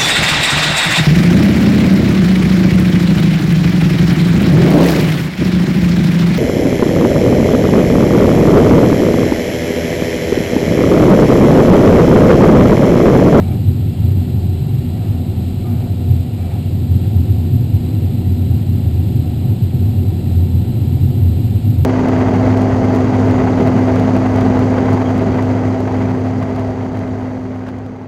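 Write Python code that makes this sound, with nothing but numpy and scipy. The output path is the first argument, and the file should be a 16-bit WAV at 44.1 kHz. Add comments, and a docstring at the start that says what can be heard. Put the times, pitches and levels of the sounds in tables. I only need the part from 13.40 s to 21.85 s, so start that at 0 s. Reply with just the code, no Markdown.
"""Inside the cockpit of a glider climbing on tow. Turbulent air excites the low cavity modes, which boom and beat
against each other. The slipstream roars through the shell and hisses at the canopy seals; a few brief gusts
rush past the canopy edge, and a loose fitting knocks lightly by modal ringing.
A sampler holding its values at a low rate mirrors the rumble, by aliasing, into a thin high sizzle."""
import sys
import numpy as np
from scipy import signal
from scipy.fft import rfft, irfft, next_fast_len
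from scipy.io import wavfile
from scipy.ndimage import uniform_filter1d, map_coordinates

SR = 44100
rng = np.random.default_rng(int(sys.argv[2]) if len(sys.argv) > 2 else 0)


def store_wav(level_fs):
    """Save 16-bit WAV to argv[1]."""
    pcm = np.round(np.clip(np.atleast_2d(level_fs), -1, 1) * 32767)
    wavfile.write(sys.argv[1], SR, pcm.T.astype(np.int16))


N = 372644
TIME_S = np.arange(N) / SR

# band edges: cavity pressure, cavity modes, shell roar, whole roar
SUB_TOP_HZ, BOOM_TOP_HZ, SHELL_TOP_HZ, ROAR_TOP_HZ = 72, 145, 453, 1000
HOLD_HZ = 12000  # hold rate of the sampler
NYQUIST_HZ = HOLD_HZ / 2  # top of the air noise, half the hold rate


def amp(db):
    """Level definition: 20 dB is a factor of ten in amplitude."""
    return 10 ** (np.asarray(db) / 20)


def unit(x):
    """Normalisation: scale to an rms of 1."""
    return x / np.sqrt(np.mean(x ** 2) + 1e-20)


def wobble(rate):
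    """Random modulation: a smooth curve through `rate` random knots a second."""
    knots = rng.standard_normal(int(N * rate / SR) + 4)
    return map_coordinates(knots, [np.arange(N) * rate / SR])


def swells(rows, attack_s, release_s):
    """Envelope principle: each (time, length, dB) row rises, holds for its length and dies away."""
    gains = []
    for start, length, db in rows:
        corners = [start - attack_s, start, start + length, start + length + release_s]
        gains.append(amp(db) * np.interp(TIME_S, corners, [0, 1, 1, 0]))
    return np.max(gains, axis=0)


def filtered(x, response):
    """Linear filtering: multiply the spectrum by a response of frequency."""
    size = next_fast_len(N + SR // 2)
    hz = np.fft.rfftfreq(size, 1 / SR)
    return irfft(rfft(x, size) * response(hz), size)[:N]


def turbulence(spectrum, resonances, low_hz, high_hz):
    """Broadband excitation: one band of eddy noise of rms 1, shaped by each resonance."""
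    size = next_fast_len(N + SR // 2)
    hz = np.fft.rfftfreq(size, 1 / SR)
    knots, levels = np.transpose(spectrum)
    db = np.interp(np.log(hz + 1), np.log(knots), levels)
    for centre, width, lift in resonances:
        db = db + lift * np.exp(-2 * ((hz - centre) / width) ** 2)
    inside = (hz > low_hz) & (hz <= high_hz)
    noise = rfft(rng.standard_normal(size))
    return unit(irfft(noise * amp(db) * inside, size)[:N])


def steadied(x, seconds):
    """Short-time power: dividing by it evens out slow swells and keeps fast beating."""
    size = max(int(seconds * SR), 2)
    power = uniform_filter1d(uniform_filter1d(x ** 2, size), size)
    return x / np.sqrt(np.abs(power) + 1e-9)


def hollow(x, count=30):
    """Comb interference: weak echoes from the close canopy and walls colour the sound."""
    delays_s = rng.uniform(.002, .014, count)
    gains = rng.normal(0, .028, count)
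    echoes = np.bincount(np.round(delays_s * SR).astype(int), gains)
    echoes[0] = 1  # direct sound
    return unit(signal.fftconvolve(x, echoes)[:N])


# air noise in the cockpit, relative spectrum: (frequency [Hz], density [dB per Hz])
AIR_SPECTRUM = [(12.0, -35), (25.0, -35), (72.0, -34), (84.0, 1), (130.0, -15), (260.0, -20.5),
                (400.0, -30.5), (440.0, -36.5), (820.0, -41.5), (1050.0, -51.5), (1650.0, -55.5),
                (2700.0, -50.5), (4200.0, -51), (5200.0, -57.5), (6000.0, -71)]
# resonances of cavity, shell and canopy gaps: (frequency [Hz], width [Hz], lift [dB])
CABIN_MODES = [(32, 15, 7), (59, 19, 7.5), (89.8, 5, 6.5), (106.9, 9.1, 9), (129.1, 12.3, 11.5),
               (151, 7.4, 9), (189.4, 31, 4), (242, 20, 8.5), (312, 29, 3.5), (356.8, 16.5, 4.5),
               (383.3, 21.2, 6), (502.4, 31, 4.5), (715.4, 35, 6), (755.6, 28, 5), (1180, 24.8, -5),
               (1335, 72, 3), (1950, 51, 2), (2773, 60, 3.5), (3987, 100, 6)]
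ROAR_DB, HISS_DB = -22, -45  # levels at 0 dB flow
HISS_GROWS = 0.05  # dB of seal hiss for each dB of flow


def slipstream(flow_db, flutter_db=0.34):
    """Aerodynamic noise: flow along the fuselage roars through the shell; seal leaks hiss evenly."""
    roar = steadied(turbulence(AIR_SPECTRUM, CABIN_MODES, BOOM_TOP_HZ, ROAR_TOP_HZ), seconds=0.35)
    # only the low roar of the shell swells with the flow
    shell_roar = filtered(roar, lambda hz: hz < SHELL_TOP_HZ)
    upper_roar = roar - shell_roar
    hiss = hollow(turbulence(AIR_SPECTRUM, CABIN_MODES, ROAR_TOP_HZ, NYQUIST_HZ))
    hiss_gain = amp(HISS_DB + HISS_GROWS * flow_db + flutter_db * wobble(12))
    return amp(ROAR_DB) * (amp(flow_db) * shell_roar + upper_roar) + hiss_gain * hiss


# gusts past the canopy edge: (time [s], length [s], level [dB])
GUSTS = [(0.0, 0.12, -36), (1.26, 0.054, -45.5), (1.56, 0.2, -43.5), (2.29, 0.16, -39), (2.99, 0.16, -40.5)]
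# colour of their rush, relative spectrum: (frequency [Hz], density [dB per Hz])
RUSH_SPECTRUM = [(200, -34), (400, -5), (800, -0.5), (1020, -15.5), (1400, -16.5), (1750, -19.5),
                 (2300, -17.5), (4000, -31)]
# resonances of the canopy gap: (frequency [Hz], width [Hz], lift [dB])
GAP_MODES = [(710, 68, 5), (1220, 45, 7), (2320, 50, 11)]


def surges(flutter_db=1.8):
    """Edge noise: gusts push a fluttering, resonant rush past the canopy edge."""
    push = swells(GUSTS, attack_s=0.05, release_s=0.062)
    flutter = amp(flutter_db * wobble(35))
    return push * flutter * turbulence(RUSH_SPECTRUM, GAP_MODES, BOOM_TOP_HZ, NYQUIST_HZ)


# light knocks of a cockpit fitting: (time [s], level [dB])
KNOCK_TIMES = [(2.241, -42), (2.256, -41)]
# ringing modes of the fitting: (frequency [Hz], level relative to the knock [dB], 60 dB decay time [s])
FITTING_MODES = [(720, 2, .1), (1220, -1, .25), (2340, -12, .08)]


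def knocks(attack_s=0.0023):
    """Modal decay: each knock rings the loose fitting's modes; chatter in phase roughens them."""
    sound = np.zeros(N)
    for start, db in KNOCK_TIMES:
        t = np.maximum(TIME_S - start, 0)
        for hz, level, t60 in FITTING_MODES:
            chatter = .7 * wobble(110)  # phase [rad]
            onset = 1 - np.exp(-t / attack_s)
            decay = amp(db + level - 60 * t / t60)
            sound += onset * decay * np.sin(2 * np.pi * hz * t + chatter)
    return sound


BOOM_DB, BOOM_GROWS = -15.5, 1.4  # eddy drive at 0 dB flow; dB of it for each dB of flow
BUFFET_DB, BUFFET_RATE = 2, 20  # depth of the random eddy swings, and knots a second
# strongest bumps of air on the shell: (time [s], length [s], drive before trim [dB])
AIR_BUMPS = [(0.267, 0.028, -9.5), (0.64, 0.048, -8.5), (0.72, 0.045, -10), (2.68, 0.091, -7.5),
             (3.487, 0.077, -7.5), (3.702, 0.11, -9.5), (4.11, 0.078, -10.5), (4.305, 0.052, -10),
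             (4.575, 0.039, -9.5), (4.726, 0.029, -13), (5.012, 0.047, -11.5), (5.108, 0.032, -9),
             (5.298, 0.027, -11), (5.612, 0.02, -13.5), (5.763, 0.03, -9.5), (6.06, 0.058, -12.5),
             (6.222, 0.037, -11.5), (6.343, 0.029, -8.5), (6.437, 0.059, -13.5), (6.584, 0.04, -12),
             (6.674, 0.051, -12), (6.969, 0.046, -9), (7.123, 0.04, -8.5), (7.39, 0.035, -10.5),
             (7.5, 0.048, -14), (7.593, 0.11, -10), (7.768, 0.16, -9.5), (7.906, 0.037, -13),
             (8.262, 0.052, -9), (8.372, 0.066, -9.5)]
BUMP_TRIM_DB = -2


def boom(flow_db, pressure_db=-35):
    """Cavity resonance: eddies and bumps drive low, beating modes over an even pressure rumble."""
    eddies = amp(BOOM_DB + BOOM_GROWS * flow_db + BUFFET_DB * wobble(BUFFET_RATE))
    bumps = amp(BUMP_TRIM_DB) * swells(AIR_BUMPS, attack_s=0.016, release_s=0.023)
    drive = np.hypot(eddies, bumps)  # the powers add
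    modes = steadied(turbulence(AIR_SPECTRUM, CABIN_MODES, SUB_TOP_HZ, BOOM_TOP_HZ), seconds=0.08)
    # the driven boom fades out below 82 Hz and is gone by 72 Hz, leaving the lows to the rumble
    driven = filtered(drive * modes, lambda hz: np.interp(hz, [SUB_TOP_HZ, 82], [0, 1]))
    pressure = steadied(turbulence(AIR_SPECTRUM, CABIN_MODES, 10, SUB_TOP_HZ), seconds=0.36)
    return driven + amp(pressure_db) * pressure


# the airflow eases in a patch of calm air, then picks up again: (time [s], strength [dB])
FLOW_STRENGTH = [(0, 0.5), (0.8, 0.5), (1.3, 0), (2.05, -1), (2.4, -0.5), (3.0, -3), (3.55, 0.3),
                 (5.1, 0.8), (5.8, -0.1), (7.0, 0.5), (8.4, 0)]


def scene():
    """Superposition: all sources add; one flow strength drives the slipstream and the boom."""
    times, strengths = np.transpose(FLOW_STRENGTH)
    flow_db = np.interp(TIME_S, times, strengths)
    return (slipstream(flow_db) + surges() + knocks() + boom(flow_db))[None]


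def record(dry, mirror_db=0.5, top_hz=15350):
    """Aliasing: sample-and-hold mirrors the sound around the hold rate, up to a band limit."""
    sound = dry[0]
    mirror = 2 * np.cos(2 * np.pi * HOLD_HZ * TIME_S) * sound
    held = sound + amp(mirror_db) * mirror
    # holding each value weights the spectrum by a sinc
    return filtered(held, lambda hz: np.sinc(hz / HOLD_HZ) * (hz < top_hz))[None]


dry = scene()
out = record(dry)
store_wav(out)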